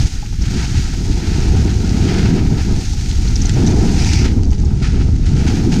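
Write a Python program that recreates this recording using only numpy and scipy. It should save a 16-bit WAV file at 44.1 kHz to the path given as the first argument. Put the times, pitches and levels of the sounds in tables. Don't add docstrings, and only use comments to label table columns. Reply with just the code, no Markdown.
import sys
import numpy as np
from scipy import signal
from scipy.fft import rfft, irfft
from scipy.io import wavfile
from scipy.ndimage import uniform_filter1d, minimum_filter1d

SR = 44100
rng = np.random.default_rng(int(sys.argv[2]) if len(sys.argv) > 2 else 0)


def voltage_ratio(level):
    return 10 ** (np.asarray(level, float) / 20)


def wav_record(signal):
    frames = np.transpose(np.atleast_2d(signal))
    bounded = np.clip(frames, -1, 1)
    quanta = np.round(bounded * 32767).astype(np.int16)
    wavfile.write(sys.argv[1], SR, quanta)


N = 255764
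GUST_MEAN_DB, LOAD_MEAN_DB = -21, -35


def evened(x):
    return x / np.sqrt(np.mean(x ** 2) + 1e-20)


def smoothed(x, first, second):
    return uniform_filter1d(uniform_filter1d(x, first), second)


def add(mix, s, sound):
    part = mix[round(s * SR):][:len(sound)]
    part += sound[:len(part)]


def curves(rows):
    s, *columns = np.transpose(rows)
    return [uniform_filter1d(np.interp(np.arange(N) / SR, s, c), size=300) for c in columns]


def spell(start, rise, hold, fall):
    return np.interp(np.arange(N) / SR, np.cumsum([start, rise, hold, fall]), [0, 1, 1, 0])


def flicker(ms):
    width = max(round(ms * SR / 1000), 1)
    return evened(smoothed(rng.standard_normal(N), width, width))


def coloured(x, points):
    hz, db = np.transpose(points)
    bins = np.fft.rfftfreq(len(x), 1 / SR)
    gain_db = np.interp(np.log(bins + 1), np.log(hz + 1), db)
    return evened(irfft(rfft(x) * voltage_ratio(gain_db), len(x)))


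def grit(per_s, spread_db):
    size = voltage_ratio(spread_db * np.minimum(rng.exponential(1, N), 4))
    crushed = rng.random(N) < per_s / SR
    return evened(size * crushed * rng.standard_normal(N))


def resonate(x, hz, width_hz):
    turn = np.exp(2j * np.pi * np.cumsum(hz) / SR)
    r = np.exp(-np.pi * width_hz / SR)
    return 2 * (turn * signal.lfilter([1 - r], [1, -r], x / turn)).real


def knocks(mix):
    # start in seconds, level in dB before the onset, decay and roughness.
    knock_rows = [(0.226, -28), (0.325, -33), (2.928, -30.5), (4.52, -30), (4.633, -30), (4.706, -32),
                  (5.517, -24)]
    mode_hz, t60_s, rough_depth = 827, 0.073, 0.87
    t = np.arange(3000) / SR
    onset = np.minimum(t / 0.002, 1)
    ring = voltage_ratio(-60 * t / t60_s) * np.sin(2 * np.pi * mode_hz * t) * onset
    for s, db in knock_rows:
        rough = evened(uniform_filter1d(rng.standard_normal(len(t)), size=60))
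        add(mix, s, voltage_ratio(db) * ring * (1 + rough_depth * rough))


def ticks(mix):
    # start in seconds, peak level in dB, rise time of the envelope in seconds.
    tick_rows = [(1.8932, -15.5, 0.00072), (2.763, -18.5, .0006), (3.01, -19, 0.0012), (3.06, -20, 0.00069),
                 (3.112, -18.5, 0.0013), (3.178, -27, 0.0009), (3.494, -10.5, .0013),
                 (3.635, -17.5, 0.00088), (3.7234, -24, 0.00048), (4.0465, -9, .0005),
                 (4.132, -8.5, 0.0019), (4.148, -29, .0015), (4.174, -25, .001), (4.4333, -22.5, .0006),
                 (4.531, -25, 0.00081), (4.582, -27, .0006), (4.958, -26, .001), (5.162, -28, .0008),
                 (5.739, -16.5, 0.0016)]
    # frequency in Hz, relative spectral density in dB per Hz.
    crack_spectrum = [(300, -33), (1300, -4.5), (3000, 3), (5500, 2), (7000, -0.5), (11000, -26),
                      (16000, -47)]
    t = np.arange(3000) / SR
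    for s, db, rise in tick_rows:
        envelope = t * np.exp(-t / max(rise, .0001))
        crack = coloured(rng.standard_normal(len(t)), crack_spectrum) * envelope
        add(mix, s, voltage_ratio(db) * crack / abs(crack).max())


def squeaks(mix):
    # start in seconds, level in dB before roughness, mean pitch in Hz, length in seconds.
    squeak_rows = [(0.415, -27.5, 5550, 0.015), (3.273, -29, 4240, 0.016), (3.283, -27, 6160, 0.0068),
                   (3.3308, -32, 6300, 0.0044), (3.355, -19.5, 5540, 0.008), (3.361, -20, 5190, 0.006),
                   (3.415, -20, 5920, 0.0085), (3.4218, -22, 6160, 0.0042), (3.4545, -29, 4180, 0.015),
                   (3.452, -21.5, 6200, 0.011), (3.4664, -22, 6060, 0.0049), (3.54, -29, 6010, 0.0089),
                   (3.557, -39, 5640, 0.01), (3.6633, -20, 5760, 0.0058), (3.669, -25, 6300, 0.008),
                   (3.671, -26, 3830, 0.0079), (3.678, -19, 6200, 0.0052), (3.708, -28.5, 6160, 0.0097),
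                   (4.442, -36, 4770, 0.012), (4.4524, -30, 6030, 0.0034), (4.5054, -31, 5780, 0.0042),
                   (4.5134, -26, 6100, 0.003), (4.539, -37, 5370, 0.016), (4.586, -35, 6000, 0.008),
                   (4.597, -35, 6200, 0.0084), (4.646, -36, 6700, 0.01), (4.6504, -36, 5500, 0.011)]
    t = np.arange(3000) / SR
    for s, db, hz, length in squeak_rows:
        waver, rough = evened(smoothed(rng.standard_normal((2, len(t))), 16, 12))
        phase = 2 * np.pi * np.cumsum(hz * (1 + 0.055 * waver)) / SR
        tone = np.sin(phase) * (1 + 0.48 * rough)
        envelope = np.sin(np.pi * np.minimum(t / max(length, .002), 1))
        add(mix, s, voltage_ratio(db) * tone * envelope)


def gear():
    mix = np.zeros(N)
    knocks(mix)
    ticks(mix)
    squeaks(mix)
    return mix


def spray(hiss_db):
    # frequency in Hz, relative spectral density in dB per Hz.
    spray_spectrum = [(2000, -60), (6000, -32), (9000, 4), (11000, 0), (12500, 4.5), (15300, -0.5),
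                      (18000, -25)]
    hard_snow = spell(start=4.25, rise=.4, hold=.55, fall=.25)
    spray_db = -57.5 + 0.53 * (hiss_db - LOAD_MEAN_DB) - 10 * hard_snow
    return coloured(rng.standard_normal(N), spray_spectrum) * voltage_ratio(spray_db)


def sharp_turn():
    # frequency in Hz, relative spectral density in dB per Hz.
    carve_spectrum = [(1200, -41), (1800, -9), (2350, -2), (2900, -9), (3500, -29), (4600, -4.5),
                      (6000, -4.5), (7500, -30), (14000, -73)]
    carve = coloured(grit(9000, 1.5) * voltage_ratio(1.2 * flicker(10)), carve_spectrum)
    return carve * voltage_ratio(-27.5) * spell(start=3.92, rise=.19, hold=0.083, fall=0.076)


def drumming(hiss_db, gust_db):
    # frequency in Hz, relative spectral density in dB per Hz.
    drum_spectrum = [(250, -20), (600, -8.5), (750, 4), (900, 2), (1200, -7.5), (2500, -12), (9000, -100)]
    drum_db = -40.5 + 0.92 * (hiss_db - LOAD_MEAN_DB) + .6 * (gust_db - GUST_MEAN_DB)
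    lull_db = 0.37 * np.minimum(gust_db + 27.5, 0)
    return coloured(rng.standard_normal(N) * voltage_ratio(2.0 * flicker(12)), drum_spectrum) * voltage_ratio(drum_db + lull_db)


def scrape(scrape_db):
    # frequency in Hz, relative spectral density in dB per Hz.
    scrape_spectrum = [(500, -27), (1100, -4), (1400, -1), (1900, -3.5), (2400, -3), (3400, -8), (5000, -7),
                       (8000, -35), (14000, -91)]
    return coloured(grit(9000, 0.95) * voltage_ratio(1.53 * flicker(25)), scrape_spectrum) * voltage_ratio(scrape_db)


def hiss(hiss_db):
    # frequency in Hz, relative spectral density in dB per Hz.
    hiss_spectrum = [(700, -42), (2000, -8.5), (3400, -6), (4600, -2), (6200, -1), (6700, -2), (7400, -9),
                     (9000, -15.5), (10000, -22.5), (11300, -31), (14000, -48)]
    return coloured(grit(22000, 0.36) * voltage_ratio(0.13 * flicker(38)), hiss_spectrum) * voltage_ratio(hiss_db)


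def rough_patches():
    # start in seconds, extra load in dB before the rise and decay, dying time in seconds.
    patch_rows = [(.75, 3.5, 0.083), (1.22, -1, 0.036), (2.57, 4, .07), (3.08, 5, 0.02), (3.47, -0.5, .04),
                  (3.66, 1.5, 0.048), (4.24, 6.5, 0.023), (4.43, -1, 0.025), (4.51, 7, 0.028),
                  (4.58, 3.5, 0.032), (4.645, 0, .03), (4.815, 9.5, 0.11), (4.989, 3.5, 0.065),
                  (5.252, 7.5, .06), (5.36, 4.5, 0.024), (5.46, 6, 0.19), (5.71, 8, 0.058)]
    t, patch_db = np.arange(N) / SR, np.zeros(N)
    for s, db, dying in patch_rows:
        rise = np.clip((t - s) / .012, 0, 1)
        patch_db += db * rise * np.exp(-(np.maximum(t - s, 0) / dying) ** 2)
    return patch_db


def skis(gust_db):
    # time in seconds, load as hiss level in dB, edging as scrape level in dB above the hiss.
    ride = [(0, -30, -4), (.1, -33.5, -8), (.2, -38, -4), (.29, -40, -6), (.4, -40, -4), (.42, -36.5, -0.5),
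            (.52, -34, -1.5), (.62, -30, 0), (.69, -33.5, -3.5), (1.04, -35, -5.5), (1.35, -34, 1.5),
            (1.45, -34, -3), (1.92, -36, -2), (2.04, -33.5, 2), (2.21, -33.5, 6.5), (2.3, -35.5, 3),
            (2.52, -38.5, -2), (2.7, -37, -4), (2.79, -33, -7.5), (3.02, -34.5, -7.5), (3.45, -34, -3.5),
            (3.6, -34.5, -2.5), (3.9, -33, -6), (4.01, -28.5, -7), (4.13, -28, -14), (4.26, -35, 5),
            (4.31, -39.5, 1), (4.42, -45, -6.5), (4.8, -43.5, -2.5), (5.04, -42, 0.5), (5.07, -43.5, -5),
            (5.23, -44, -3.5), (5.4, -37, 0.5), (5.66, -40, -4), (5.8, -35, -4.5)]
    load_db, edging_db = curves(ride)
    patch_db = rough_patches()
    hiss_db = load_db + patch_db
    scrape_db = hiss_db + edging_db + 0.41 * patch_db
    chatter = evened(voltage_ratio(0.63 * flicker(12.4) + 0.55 * flicker(8)))
    layers = hiss(hiss_db) + scrape(scrape_db) + drumming(hiss_db, gust_db) + sharp_turn() + spray(hiss_db)
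    return chatter * layers


def thumps():
    # centre in seconds, change of level in dB, width in seconds, share of the slow kind 0-1.
    thump_rows = [(0.05, 9.5, 0.073, .6), (0.37, -1, 0.082, .8), (0.56, 2.5, 0.059, .1),
                  (0.773, 13.5, 0.056, .2), (1.141, 11, 0.058, .6), (1.316, 8, 0.086, .9),
                  (1.534, 3.5, 0.11, .0), (2.444, 5, .08, .8), (2.74, 2, 0.057, .9), (3.313, 0, 0.062, .8),
                  (4.106, 0.5, .1, .8), (4.198, 6.5, 0.11, .1), (4.51, 5, 0.078, .9), (4.675, 1, 0.055, .9),
                  (4.91, 2.5, 0.11, .7), (5.106, 4, 0.068, .8), (5.277, 4, .1, .9), (5.343, 3.5, 0.04, .1)]
    t, slow_db, middle_db = np.arange(N) / SR, np.zeros(N), np.zeros(N)
    for s, db, length, slow in thump_rows:
        thump_db = db * np.exp(-(2 * (t - s) / length) ** 2)
        slow_db += slow * thump_db
        middle_db += (1 - slow) * thump_db
    return slow_db, middle_db


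def eddies(points, level_db, puffs_db, steadiness, shed_hz=None):
    x = coloured(rng.standard_normal(N) * voltage_ratio(puffs_db), points)
    if shed_hz is not None:
        x = evened(resonate(x, shed_hz, width_hz=80))
    slow_power = smoothed(x ** 2, 2500, 2500)
    return evened(x / (slow_power + .01) ** steadiness) * voltage_ratio(level_db)


def wind(gust_db, brisk_db):
    # time in seconds, large eddies in dB, level lent from the middle to the slow ones in dB.
    facing = [(0.0, -9, 0), (0.06, -13, -0.5), (0.1, -37, 5), (0.13, -19.5, 2.5), (0.27, -23, 1),
              (0.34, -16, 0), (1.16, -17, 1.5), (1.19, -21, 1), (1.52, -11.5, -0.5), (1.82, -13.5, -0.5),
              (2.71, -14, -1.5), (2.74, -12.5, 6), (2.79, -17, -1.5), (3.31, -11.5, 0), (5.31, -13.5, 0),
              (5.8, -14.5, 1)]
    # frequency in Hz, relative spectral density in dB per Hz.
    slow_spectrum = [(8, -46), (16, 3.5), (40, 4.5), (65, -2.5), (90, -5), (200, -46.5), (2000, -140)]
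    middle_spectrum = [(20, -47), (55, 6), (90, 1.5), (170, -3.5), (230, -18), (500, -68), (4000, -140)]
    fast_spectrum = [(80, -17), (160, -2.5), (200, 1), (300, -6.5), (400, -22.5), (900, -68), (9000, -130)]
    fine_spectrum = [(150, -52), (300, 1), (370, 1), (480, -9), (600, -14), (1300, -24.5), (9000, -120)]
    lumps_db, lump_ms = 1.5, 30
    facing_db, lent_db = curves(facing)
    extra_db = gust_db - GUST_MEAN_DB
    slow_thump_db, middle_thump_db = thumps()
    slow_db = facing_db + lent_db - 3.5 - 0.12 * extra_db + lumps_db * flicker(lump_ms) + slow_thump_db
    middle_db = facing_db - lent_db - 3 + .15 * extra_db + lumps_db * flicker(lump_ms) + middle_thump_db
    fast_db = gust_db - .3 * brisk_db - 1.34 + lumps_db * flicker(lump_ms)
    fine_db = gust_db + brisk_db - 10 + .1 * extra_db + lumps_db * flicker(lump_ms)
    puffs = flicker(9.4)
    shed_hz = 105 * voltage_ratio(0.42 * (fast_db - middle_db + 4.0))
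    slow = eddies(slow_spectrum, slow_db, 0, steadiness=0.25)
    middle = eddies(middle_spectrum, middle_db, puffs, steadiness=0.44, shed_hz=shed_hz)
    fast = eddies(fast_spectrum, fast_db, 2.8 * puffs, steadiness=0.75)
    fine = eddies(fine_spectrum, fine_db, 1.85 * puffs, steadiness=0.22)
    return slow + middle + fast + fine


def scene():
    # time in seconds, strength as small eddies in dB, briskness as dB lent to the finest.
    gust = [(0.0, -22, -0.5), (0.11, -34, 1.5), (0.37, -36, -2.5), (0.42, -23.5, -4.5), (0.47, -28.5, -4),
            (0.56, -18, -4), (0.6, -25.5, 0.5), (0.79, -26, -1.5), (0.86, -29.5, 3.5), (0.97, -25, -1),
            (1.45, -21.5, 4), (1.66, -18, 2), (1.73, -21, 1), (2.32, -14, 0), (2.6, -22, 2),
            (2.63, -29, -1), (2.7, -13.5, -0.5), (2.86, -30.5, -1.5), (3.55, -22.5, -1.5), (3.57, -13, 1),
            (3.83, -14, 0.5), (4.15, -22.5, 1), (4.26, -17, 2), (4.3, -21, -0.5), (4.36, -16, -3.5),
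            (4.46, -24, 1), (4.94, -21, -2.5), (4.96, -17.5, -1), (5.27, -27, 0), (5.33, -15, -4.5),
            (5.36, -19, 0.5), (5.8, -13.5, -2.5)]
    gust_db, brisk_db = curves(gust)
    return (wind(gust_db, brisk_db) + skis(gust_db + brisk_db) + gear())[None]


def limiter(x):
    peak = -minimum_filter1d(-abs(x), 300, axis=1)
    reduction = np.maximum(peak / 0.67, 1) ** 0.75
    return x / uniform_filter1d(uniform_filter1d(reduction, 200, axis=1), 150, axis=1)


def housing(x):
    # centre in Hz, distance from the centre to half the dB depth in Hz, gain at the centre in dB.
    notch_rows = [(561, 37, -11), (1100, 102, -9.5)]
    edge_hz = 15290
    hz = np.fft.rfftfreq(N, 1 / SR)
    gain_db = -80 * (hz > edge_hz)
    for centre, width, db in notch_rows:
        gain_db = gain_db + db / (1 + ((hz - centre) / width) ** 4)
    return irfft(rfft(x) * voltage_ratio(gain_db), N)


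def roll_off(x):
    return signal.sosfilt(signal.butter(12, 15400, fs=SR, output="sos"), x)


def record(dry):
    held = limiter(dry)
    finished = housing(held)
    return roll_off(finished)


dry = scene()
out = record(dry)
wav_record(out)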